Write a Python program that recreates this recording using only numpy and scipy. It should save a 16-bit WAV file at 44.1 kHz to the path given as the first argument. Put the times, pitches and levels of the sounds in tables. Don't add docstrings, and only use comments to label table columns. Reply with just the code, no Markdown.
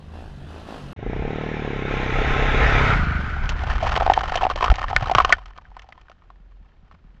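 import sys
import numpy as np
from scipy import signal
from scipy.fft import irfft
from scipy.io import wavfile
from scipy.ndimage import uniform_filter1d

SR = 44100
rng = np.random.default_rng(int(sys.argv[2]) if len(sys.argv) > 2 else 0)


def waveform_to_disk(signal):
    frames = np.transpose(np.atleast_2d(signal))
    scaled = np.clip(frames, -1, 1) * 32767
    samples = np.round(scaled).astype(np.int16)
    wavfile.write(sys.argv[1], SR, samples)


N = 317520


def gain_of(db):
    return 10 ** (np.asarray(db) / 20)


def evened(x):
    return x / np.sqrt(np.mean(x ** 2) + 1e-20)


def read(points, hz):
    f, value = np.transpose(points)
    return np.interp(np.log(hz + 1), np.log(f + 1), value, left=-90, right=-90)


def add(mix, s, sound):
    part = mix[round(s * SR):][:len(sound)]
    part += sound[:len(part)]


def coloured(x, points):
    half = read(points, np.fft.rfftfreq(16384, 1 / SR)) * np.log(10) / 20
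    log_gain = uniform_filter1d(np.r_[half, half[-2:0:-1]], size=3, mode="wrap")
    taps = np.fft.ifft(np.exp(np.conj(signal.hilbert(log_gain)))).real[:8192]
    return signal.oaconvolve(x, taps)[:len(x)]


def swept(x, points, ms_per_khz):
    hz = np.fft.rfftfreq(4096, 1 / SR)
    phase = -np.pi * ms_per_khz * (hz / 1000) ** 2
    taps = np.fft.fftshift(irfft(gain_of(read(points, hz)) * np.exp(1j * phase)))
    return signal.oaconvolve(x, taps, "same")


def patchy(count, patchy_db):
    a, b, patches = rng.standard_normal((count // 128 + 5, 257, 3)).T
    patches = uniform_filter1d(patches, size=2, axis=0)
    patches = evened(uniform_filter1d(patches, size=24, axis=1))
    spectrum = (a + 1j * b) * gain_of(patchy_db * patches)
    return signal.istft(spectrum, nperseg=512, noverlap=384)[1][:count]


def ring(hz, t60, x):
    r = 10 ** (-3 / (t60 * SR))
    turn = 2 * np.pi * hz / SR
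    return signal.lfilter([np.sin(turn)], [1, -2 * r * np.cos(turn), r * r], x)


# time in seconds, level in dB.
WIND_LEVEL = [(0, -51), (.3, -39), (.6, -48.5), (1.05, -31.5), (1.2, -27), (1.5, -49), (1.901, -39),
              (2.2, -26.5), (2.75, -19), (3.399, -26), (3.901, -23), (4.3, -31), (5.33, -30.5),
              (5.4, -46.5), (6.2, -55), (7.2, -48)]
# frequency in Hz, relative spectrum level in dB per Hz.
WIND_COLOUR = [(8, -14), (22, -6.5), (40, -6), (65, -8), (120, -20), (200, -29.5), (450, -41.5)]
# frequency in Hz, relative spectrum level in dB per Hz.
FIELD_COLOUR = [(88, -42), (150, -2.5), (460, -10), (1080, -15.5), (3670, -25.5), (7710, -42.5),
                (10000, -85)]
FIELD_DB = -66


def air():
    lumps = evened(uniform_filter1d(rng.standard_normal(N), size=1800))
    wind = evened(coloured(rng.standard_normal(N) * gain_of(1.0 * lumps), WIND_COLOUR))
    hiss = evened(coloured(patchy(N, 1.2), FIELD_COLOUR))
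    wind_db = np.interp(np.arange(N) / SR, *np.transpose(WIND_LEVEL))
    return wind * gain_of(wind_db) + gain_of(FIELD_DB) * hiss


THIRD_ORDER, THIRD_DB = 3, -26
FOURTH_ORDER = 4


def engine(speed, end_s, levels, boom, bark, coming, gone, passes_s, turns,
           uneven_db, gate, ms_per_khz, fourth_db, echo, echo_s, rush_db):
    t = np.arange(speed[0][0], end_s, 1 / SR)
    boom_db, bark_db, roar_db = levels(t)
    cycle = turns + np.cumsum(np.interp(t, *np.transpose(speed))) / SR
    phase = cycle % 1
    passed = np.clip((t - passes_s) / 0.45, 0, 1)

    fired = np.diff(np.floor(cycle), prepend=np.floor(cycle[0]))
    luck = rng.uniform(-1, 1, (300, 2))[cycle.astype(int)]
    low = evened(coloured(fired * gain_of(uneven_db * luck[:, 0]), boom))
    pulses = evened(swept(-fired * gain_of(0.18 * uneven_db * luck[:, 1]), bark, ms_per_khz))
    pulses = evened(pulses + echo * np.roll(pulses, round(echo_s * SR)))

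    rush = rng.standard_normal(len(t)) * np.exp(-phase / .3)
    rush = evened(coloured(np.gradient(rush), bark))
    mid = evened(pulses + gain_of(rush_db) * rush)
    mid = mid + gain_of(fourth_db) * np.sin(2 * np.pi * FOURTH_ORDER * cycle)

    noise = patchy(len(t), 1.9) * (1 + gate * np.exp(-phase / 0.66))
    roar_coming = np.sqrt(1 - passed) * evened(coloured(noise, coming))
    roar = roar_coming + np.sqrt(passed) * evened(coloured(noise, gone))

    muffled = signal.lfilter(*signal.butter(3, [60, 245], "band", fs=SR), low + pulses)
    low = (1 - passed) * low + passed * evened(muffled)
    low = np.roll(low, -round(0.00891 * SR))
    drone = passed * np.clip((end_s - t) / 0.68, 0, 1) * np.sin(2 * np.pi * THIRD_ORDER * cycle)
    exhaust = gain_of(THIRD_DB) * drone + gain_of(boom_db) * low + gain_of(bark_db) * mid
    return t[0], exhaust + gain_of(roar_db) * roar


# start in seconds, length in seconds, pipe bark in dB, hum in dB.
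BLIPS = [(0.112, 0.21, -44.5, -38.5), (0.459, 0.24, -47.5, -39), (0.649, 0.2, -39, -61)]
OPEN_S, CLOSE_S = 0.04, 0.097
COAST_BARK_DB, COAST_BOOM_DB, COAST_ROAR_DB = -58, -45.5, -53
BOOM_RISE_DB_PER_S, ROAR_RISE_DB_PER_S = 9.5, 10.5
BLIP_BOOM_DB = -13
BLIP_ROAR_SHARE = 0.31


def far_levels(t):
    start, length, bark_db, _ = np.transpose(BLIPS)[:, :, None]
    opened = np.minimum((t - start) / OPEN_S, (start + length - t) / CLOSE_S)
    opened = np.clip(opened, 0, 1)
    bark_lift_db = (opened * (bark_db - COAST_BARK_DB)).max(axis=0)
    boom_db = COAST_BOOM_DB + BOOM_RISE_DB_PER_S * t + BLIP_BOOM_DB * opened.max(axis=0)
    roar_db = COAST_ROAR_DB + ROAR_RISE_DB_PER_S * t + BLIP_ROAR_SHARE * bark_lift_db
    return boom_db, COAST_BARK_DB + bark_lift_db, roar_db


# time in seconds, firings per second.
FAR_SPEED = [(0, 51.2), (0.08, 51.5), (0.16, 59.17), (0.23, 58.33), (0.3, 48.57), (0.42, 45.8),
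             (0.5, 52.25), (0.6, 55.53), (0.76, 54.97), (0.82, 47.6), (0.94, 43.4)]
# frequency in Hz, relative spectrum level in dB per Hz.
FAR_BOOM = [(40, -44), (100, -2), (140, 6), (185, -1.5), (300, -10), (500, -30)]
FAR_BARK = [(120, -33), (220, 9.5), (450, 5), (750, 7.5), (1100, -10), (2200, -26), (3500, -50)]
FAR_ROAR = [(150, -4), (250, -5), (850, -14), (1700, -15.5), (2270, -26), (2600, -19), (4000, -25.5),
            (7700, -40), (11000, -43.5), (12500, -57), (16000, -45)]


def far_bike():
    return engine(FAR_SPEED, .935, far_levels, FAR_BOOM, FAR_BARK, FAR_ROAR, FAR_ROAR,
                  passes_s=9,
                  turns=.735,
                  uneven_db=2.2, gate=1.0, ms_per_khz=1.0, fourth_db=-28.0,
                  echo=0.24, echo_s=0.00097, rush_db=-26)


def wavering_turns():
    waver = evened(uniform_filter1d(rng.standard_normal(N), size=3000))
    return 2 * np.pi * np.cumsum(1 + 0.01 * waver) / SR


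HUM_HZ, HUM_LAG_S, HUM_SWELL_S = 80, 0.057, 0.13


def hum():
    t = np.arange(N) / SR
    start, _, _, hum_db = np.transpose(BLIPS)[:, :, None]
    swell = np.exp(-((t - start - HUM_LAG_S) / HUM_SWELL_S) ** 2)
    level = (gain_of(hum_db) * swell).sum(axis=0)
    return np.sqrt(2) * level * np.sin(HUM_HZ * wavering_turns())


# time in seconds, level in dB.
PASS = [(.96, -50), (1.12, -40), (1.4, -36), (1.84, -34.5), (1.92, -29.5), (2.3, -24.5), (2.9, -21.5),
        (3.05, -28.5), (3.4, -35), (3.7, -39.5), (4.15, -45.5)]
PULL_START_S, PULL_END_S = 1.056, 2.9
PULL_BARK_DB, PULL_RISE_DB_PER_S = -30, 131
NEARING_DB_PER_S = 0.6
LIFT_S, LIFT_BARK_DB = 0.13, -50.5
BOOM_COMING_DB, BOOM_GONE_DB = -1.5, 2
BOOM_LINGERS_S, BOOM_FADE_DB_PER_S = 0.24, 28


def near_levels(t):
    roar_db = np.interp(t, *np.transpose(PASS))
    lifted = np.clip((t - PULL_END_S) / LIFT_S, 0, 1)
    pull_db = PULL_BARK_DB + NEARING_DB_PER_S * (t - PULL_START_S)
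    pull_db = pull_db - PULL_RISE_DB_PER_S * np.maximum(PULL_START_S - t, 0)
    boom_db = roar_db + BOOM_COMING_DB + (BOOM_GONE_DB - BOOM_COMING_DB) * lifted
    fade_s = np.clip(t - PULL_END_S - BOOM_LINGERS_S, 0, BOOM_LINGERS_S)
    boom_db = boom_db - BOOM_FADE_DB_PER_S * fade_s
    return boom_db, pull_db + (LIFT_BARK_DB - pull_db) * lifted, roar_db


# time in seconds, firings per second.
NEAR_SPEED = [(0.96, 24.32), (1.06, 28.47), (1.15, 31.29), (1.22, 35.31), (1.32, 37.62), (1.45, 38.49),
              (1.6, 37.32), (1.72, 35.28), (1.8, 32.61), (1.88, 34.83), (1.96, 33.12), (2.05, 32.07),
              (2.2, 32.6), (2.33, 34.49), (2.44, 32.81), (2.7, 34.23), (2.9, 32.74), (3.02, 26.3),
              (3.13, 24.8), (3.28, 22.6), (3.7, 22.5)]
# frequency in Hz, relative spectrum level in dB per Hz.
NEAR_BOOM = [(14, -23.5), (34, 11.5), (50, -6), (70, 1), (100, -6), (135, -2.5), (200, -16), (270, -15),
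             (400, -58.5)]
NEAR_BARK = [(50, -35.5), (95, 1.5), (170, 5.5), (220, 3), (330, -2.5), (470, -1.5), (560, -10.5),
             (760, -10), (1500, -45)]
ROAR_COMING = [(250, -40.5), (420, 0), (542, -8.5), (750, -5.5), (880, -3), (960, -14), (1065, -1.5),
               (1160, -19), (1290, -2), (1400, -6.5), (2230, -5.5), (3170, -17.5), (3620, -15), (4350, -31),
               (6500, -34), (7710, -46.5), (10000, -102)]
ROAR_GONE = [(200, -15), (392, -12.5), (744, -11.5), (1110, -11), (1230, -3.5), (1500, 2.5), (1720, -10.5),
             (2200, -9), (2600, -16.5), (7710, -44.5), (10000, -84)]


def near_bike():
    return engine(NEAR_SPEED, PASS[-1][0], near_levels, NEAR_BOOM, NEAR_BARK, ROAR_COMING, ROAR_GONE,
                  passes_s=2.56,
                  turns=.26,
                  uneven_db=0.5, gate=0.47, ms_per_khz=3.0, fourth_db=-3.5,
                  echo=0.29, echo_s=0.002364, rush_db=-6.0)


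# frequency in Hz, relative level in dB,
# decay time t60 in seconds when struck by a clod or drip.
HOUSING = [(760, 3, 0.043), (880, 0, 0.023), (1060, 2.5, 0.028), (1270, 3, 0.028), (1472, 1.5, 0.026),
           (1801, 1, 0.028), (2210, -1, 0.01), (2804, -8.5, 0.002), (3100, -12, 0.05)]
# time in seconds, level in dB.
SPRAY = [(3, -41), (3.75, -33.5), (3.85, -28.5), (4.78, -33), (5.32, -34), (5.379, -50), (5.701, -56.5),
         (6.3, -67.5), (7.2, -67.5)]


def spray():
    clumps = gain_of(9.4 * evened(uniform_filter1d(rng.standard_normal(N), size=500)))
    drops = gain_of(5.0 * np.minimum(rng.exponential(1, N), 4)) * rng.choice([-1, 1], N)
    drops *= rng.random(N) < 600 * clumps / SR
    drops += gain_of(-12.5) * np.sqrt(clumps) * rng.standard_normal(N)
    spot = rng.integers(0, len(HOUSING), N)
    patter = np.zeros(N)
    for k, (hz, db, t60) in enumerate(HOUSING):
        patter += gain_of(db) * ring(hz, 0.5 * t60, drops * (spot == k))
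    s, db = np.transpose(SPRAY)
    level = gain_of(np.interp(np.arange(N) / SR, s, db, left=-120))
    return level * evened(patter), gain_of(-4.0) * level * evened(drops)


NEAREST_DB_PER_OCTAVE = 15
HOLDING_HZ = 900


def splat(db, pitch_hz, crack_db, length_ms):
    ms = np.arange(2600) * 1000 / SR
    held = np.exp(-(ms / length_ms) ** (4 if pitch_hz < HOLDING_HZ else 1.5))
    push = rng.standard_normal(len(ms)) * (held + gain_of(-19.5 - 1.0 * ms))
    push[0] += 5.0
    glide = 1.04 - 0.0093 * ms
    plop = np.minimum(ms / 0.17, 1) * held * np.sin(2 * np.pi * pitch_hz * ms / 1000 * glide)
    body = np.zeros(len(ms))
    for hz, mode_db, t60 in HOUSING:
        octaves = abs(np.log2(hz / pitch_hz))
        body += gain_of(mode_db - NEAREST_DB_PER_OCTAVE * octaves) * ring(hz, t60, push)
    body = gain_of(4.0 + 0.33 * crack_db) * body / abs(body).max()
    return gain_of(db) * (plop + body), gain_of(db + crack_db) * push


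# start in seconds, plop level in dB, nominal pitch in Hz,
# crack drive re plop in dB (before its colouring), decay length in ms.
CLODS = [(3.492, -30.5, 1495, 12, 10.5), (3.636, -27.5, 740, -3, 4.6), (3.827, -16.5, 723, -11, 14),
         (3.848, -20.5, 740, -13.5, 8.8), (3.872, -23, 780, -16, 4.5), (3.963, -14.5, 1170, 0, 2.7),
         (3.974, -15, 810, -5, 4.9), (4.009, -10.5, 805, -24, 4), (4.021, -13, 760, -28.5, 7.3),
         (4.064, -10.5, 790, -15.5, 4.2), (4.077, -12, 794, -21.5, 3.7), (4.099, -0.5, 787, -40, 5.5),
         (4.119, -8.5, 785, -33, 2.8), (4.136, -21.5, 3050, 7, 4.3), (4.176, -5, 815, -55, 4.3),
         (4.235, -20.5, 790, -8, 7), (4.321, -15.5, 795, -19, 3.9), (4.356, -19.5, 740, 4.5, 7.6),
         (4.374, -19, 2960, -13, 4), (4.388, -23, 1270, -11, 3), (4.411, -17.5, 1060, -18, 7.4),
         (4.422, -17, 795, -15, 4.9), (4.432, -13, 790, -16, 5.9), (4.439, -23, 2700, -7.5, 5.5),
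         (4.451, -11.5, 800, -20, 5.4), (4.467, -10.5, 820, -21, 2.4), (4.5, -15, 1140, -9, 6.8),
         (4.512, -15.5, 1150, -14, 4.5), (4.559, -19, 624, -3.5, 5.1), (4.609, -14, 1130, -14, 5.4),
         (4.626, -10.5, 1070, -11, 5.7), (4.642, -12.5, 1050, -4, 7), (4.66, -13, 1200, -13, 4.7),
         (4.681, -13.5, 1180, -18, 5), (4.701, -14.5, 1340, -2.5, 3.9), (4.716, -14, 720, -12, 4),
         (4.756, -39, 1190, 17.5, 4.9), (4.817, -19.5, 1100, -7, 2.7), (4.842, -15, 1135, -20.5, 4.7),
         (4.911, -19, 786, -29.5, 4.2), (4.93, -18, 800, -21, 5), (4.964, -2, 2130, -14, 1.9),
         (5.025, -20.5, 690, -8, 4.4), (5.058, -21.5, 1240, -8, 5.4), (5.071, -22.5, 714, -9, 6),
         (5.097, -12, 860, -19, 5.8), (5.114, -12.5, 757, -9, 6.5), (5.15, -5.5, 1170, -5, 4.4),
         (5.184, -5, 1100, -8.5, 4.4), (5.202, -5, 1170, -26, 7.8), (5.248, -10.5, 1170, -2, 4.4),
         (5.294, -23, 770, 4, 3.3), (5.302, -16, 1120, -24, 7), (5.325, -2, 1947, -10.5, 7.1)]
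# start in seconds, plop level in dB, nominal pitch in Hz,
# crack drive re plop in dB (before its colouring).
DRIPS = [(5.384, -31, 1020, -16), (5.418, -44, 1070, -11), (5.458, -45.5, 1240, 11),
         (5.577, -39.5, 1243, 2), (5.585, -28.5, 1080, -30), (5.653, -41, 1600, -33),
         (5.717, -44, 872, -27), (5.767, -31.5, 974, -10), (5.794, -44.5, 1950, 9),
         (5.82, -47.5, 1120, 9.5), (5.843, -45, 754, -11), (5.889, -40, 740, -4), (5.924, -34.5, 2070, -13),
         (5.978, -43, 1000, -9), (6.014, -50, 1150, 4.5), (6.084, -44.5, 1530, -12),
         (6.098, -38.5, 722, -6), (6.116, -42, 1370, -5), (6.221, -48.5, 1220, -17),
         (6.303, -37.5, 1080, -17), (6.913, -41, 1127, -12)]
DRIP_MS = 4
# frequency in Hz, relative spectrum level in dB per Hz.
CRACK_COLOUR = [(220, -25), (880, -21), (1500, -8), (3100, -7), (3480, -15), (6450, -20), (7710, -31),
                (10500, -72)]


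def mud():
    body, push = spray()
    for s, *row in CLODS + [(*drip, DRIP_MS) for drip in DRIPS]:
        rung, pushed = splat(*row)
        add(body, s, rung)
        add(push, s, pushed)
    crack = gain_of(9.5) * coloured(push, CRACK_COLOUR)
    stiff = signal.butter(2, 400, "high", fs=SR)
    return signal.lfilter(*stiff, body) + crack


# start in seconds, level in dB, cycle length in ms.
SHOVES = [(4.698, -4, 22)]


def shoves():
    out = np.zeros(N)
    for s, db, ms in SHOVES:
        u = np.arange(0, 1.3, 1000 / ms / SR)
        bend = np.sin(2 * np.pi * u) * np.sin(np.pi * u / 1.3) ** 0.37
        add(out, s, -gain_of(db) * bend)
    return out


# start in seconds,
# level in dB, pitch in Hz.
THUDS = [(4.958, -22.5, 113), (5.021, -16, 112.8), (5.157, -15.5, 118), (6.4, -46, 164),
         (6.611, -45.5, 165), (6.829, -46, 159.2), (6.94, -46, 165), (7.045, -43, 170.7),
         (7.147, -47.5, 164.6)]


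def thuds():
    out = np.zeros(N)
    t = np.arange(4000) / SR
    for s, db, hz in THUDS:
        swell = t * hz / 0.6 * np.exp(1 - t * hz / 0.55)
        add(out, s, gain_of(db) * np.sin(2 * np.pi * hz * t) * swell)
    return out


def drip_nudges():
    out = np.zeros(N)
    u = np.arange(4000) / SR / .0005
    for s, db, *_ in DRIPS:
        add(out, s, gain_of(db - 7) * u * (2 - u) * np.exp(-u))
    return out


# middle in seconds, half length in seconds, level in dB.
MOANS = [(5.455, 0.083, -42), (5.757, 0.091, -45.5), (6.476, 0.213, -45.5), (7.069, 0.055, -47)]
MOAN_HZ = 42.5


def moans():
    t = np.arange(N) / SR
    level = sum(gain_of(db) * np.exp(-((t - s) / half) ** 4) for s, half, db in MOANS)
    return np.sqrt(2) * level * np.sin(MOAN_HZ * wavering_turns())


def scene():
    mix = air() + hum() + mud() + shoves() + thuds() + drip_nudges() + moans()
    add(mix, *far_bike())
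    add(mix, *near_bike())
    return mix[None]


GAP_START_S, GAP_END_S = .932, .963
EDGE_HZ, DULL_EDGE_HZ = 15000, 7865


def low_passed(x, edge_hz):
    taps = signal.firwin(511, edge_hz, window=("kaiser", 9), fs=SR)
    return signal.oaconvolve(x, taps[None], "same")


def record(dry):
    t = np.arange(N) / SR
    loud = np.clip(dry, -.92, .92)
    dull = low_passed(loud, DULL_EDGE_HZ)
    before = np.clip((GAP_START_S - t) / 0.00046, 0, 1)
    after = np.clip((t - GAP_END_S) / 0.0018, 0, 1)
    return low_passed(before * loud + after * dull, EDGE_HZ)


dry = scene()
out = record(dry)
waveform_to_disk(out)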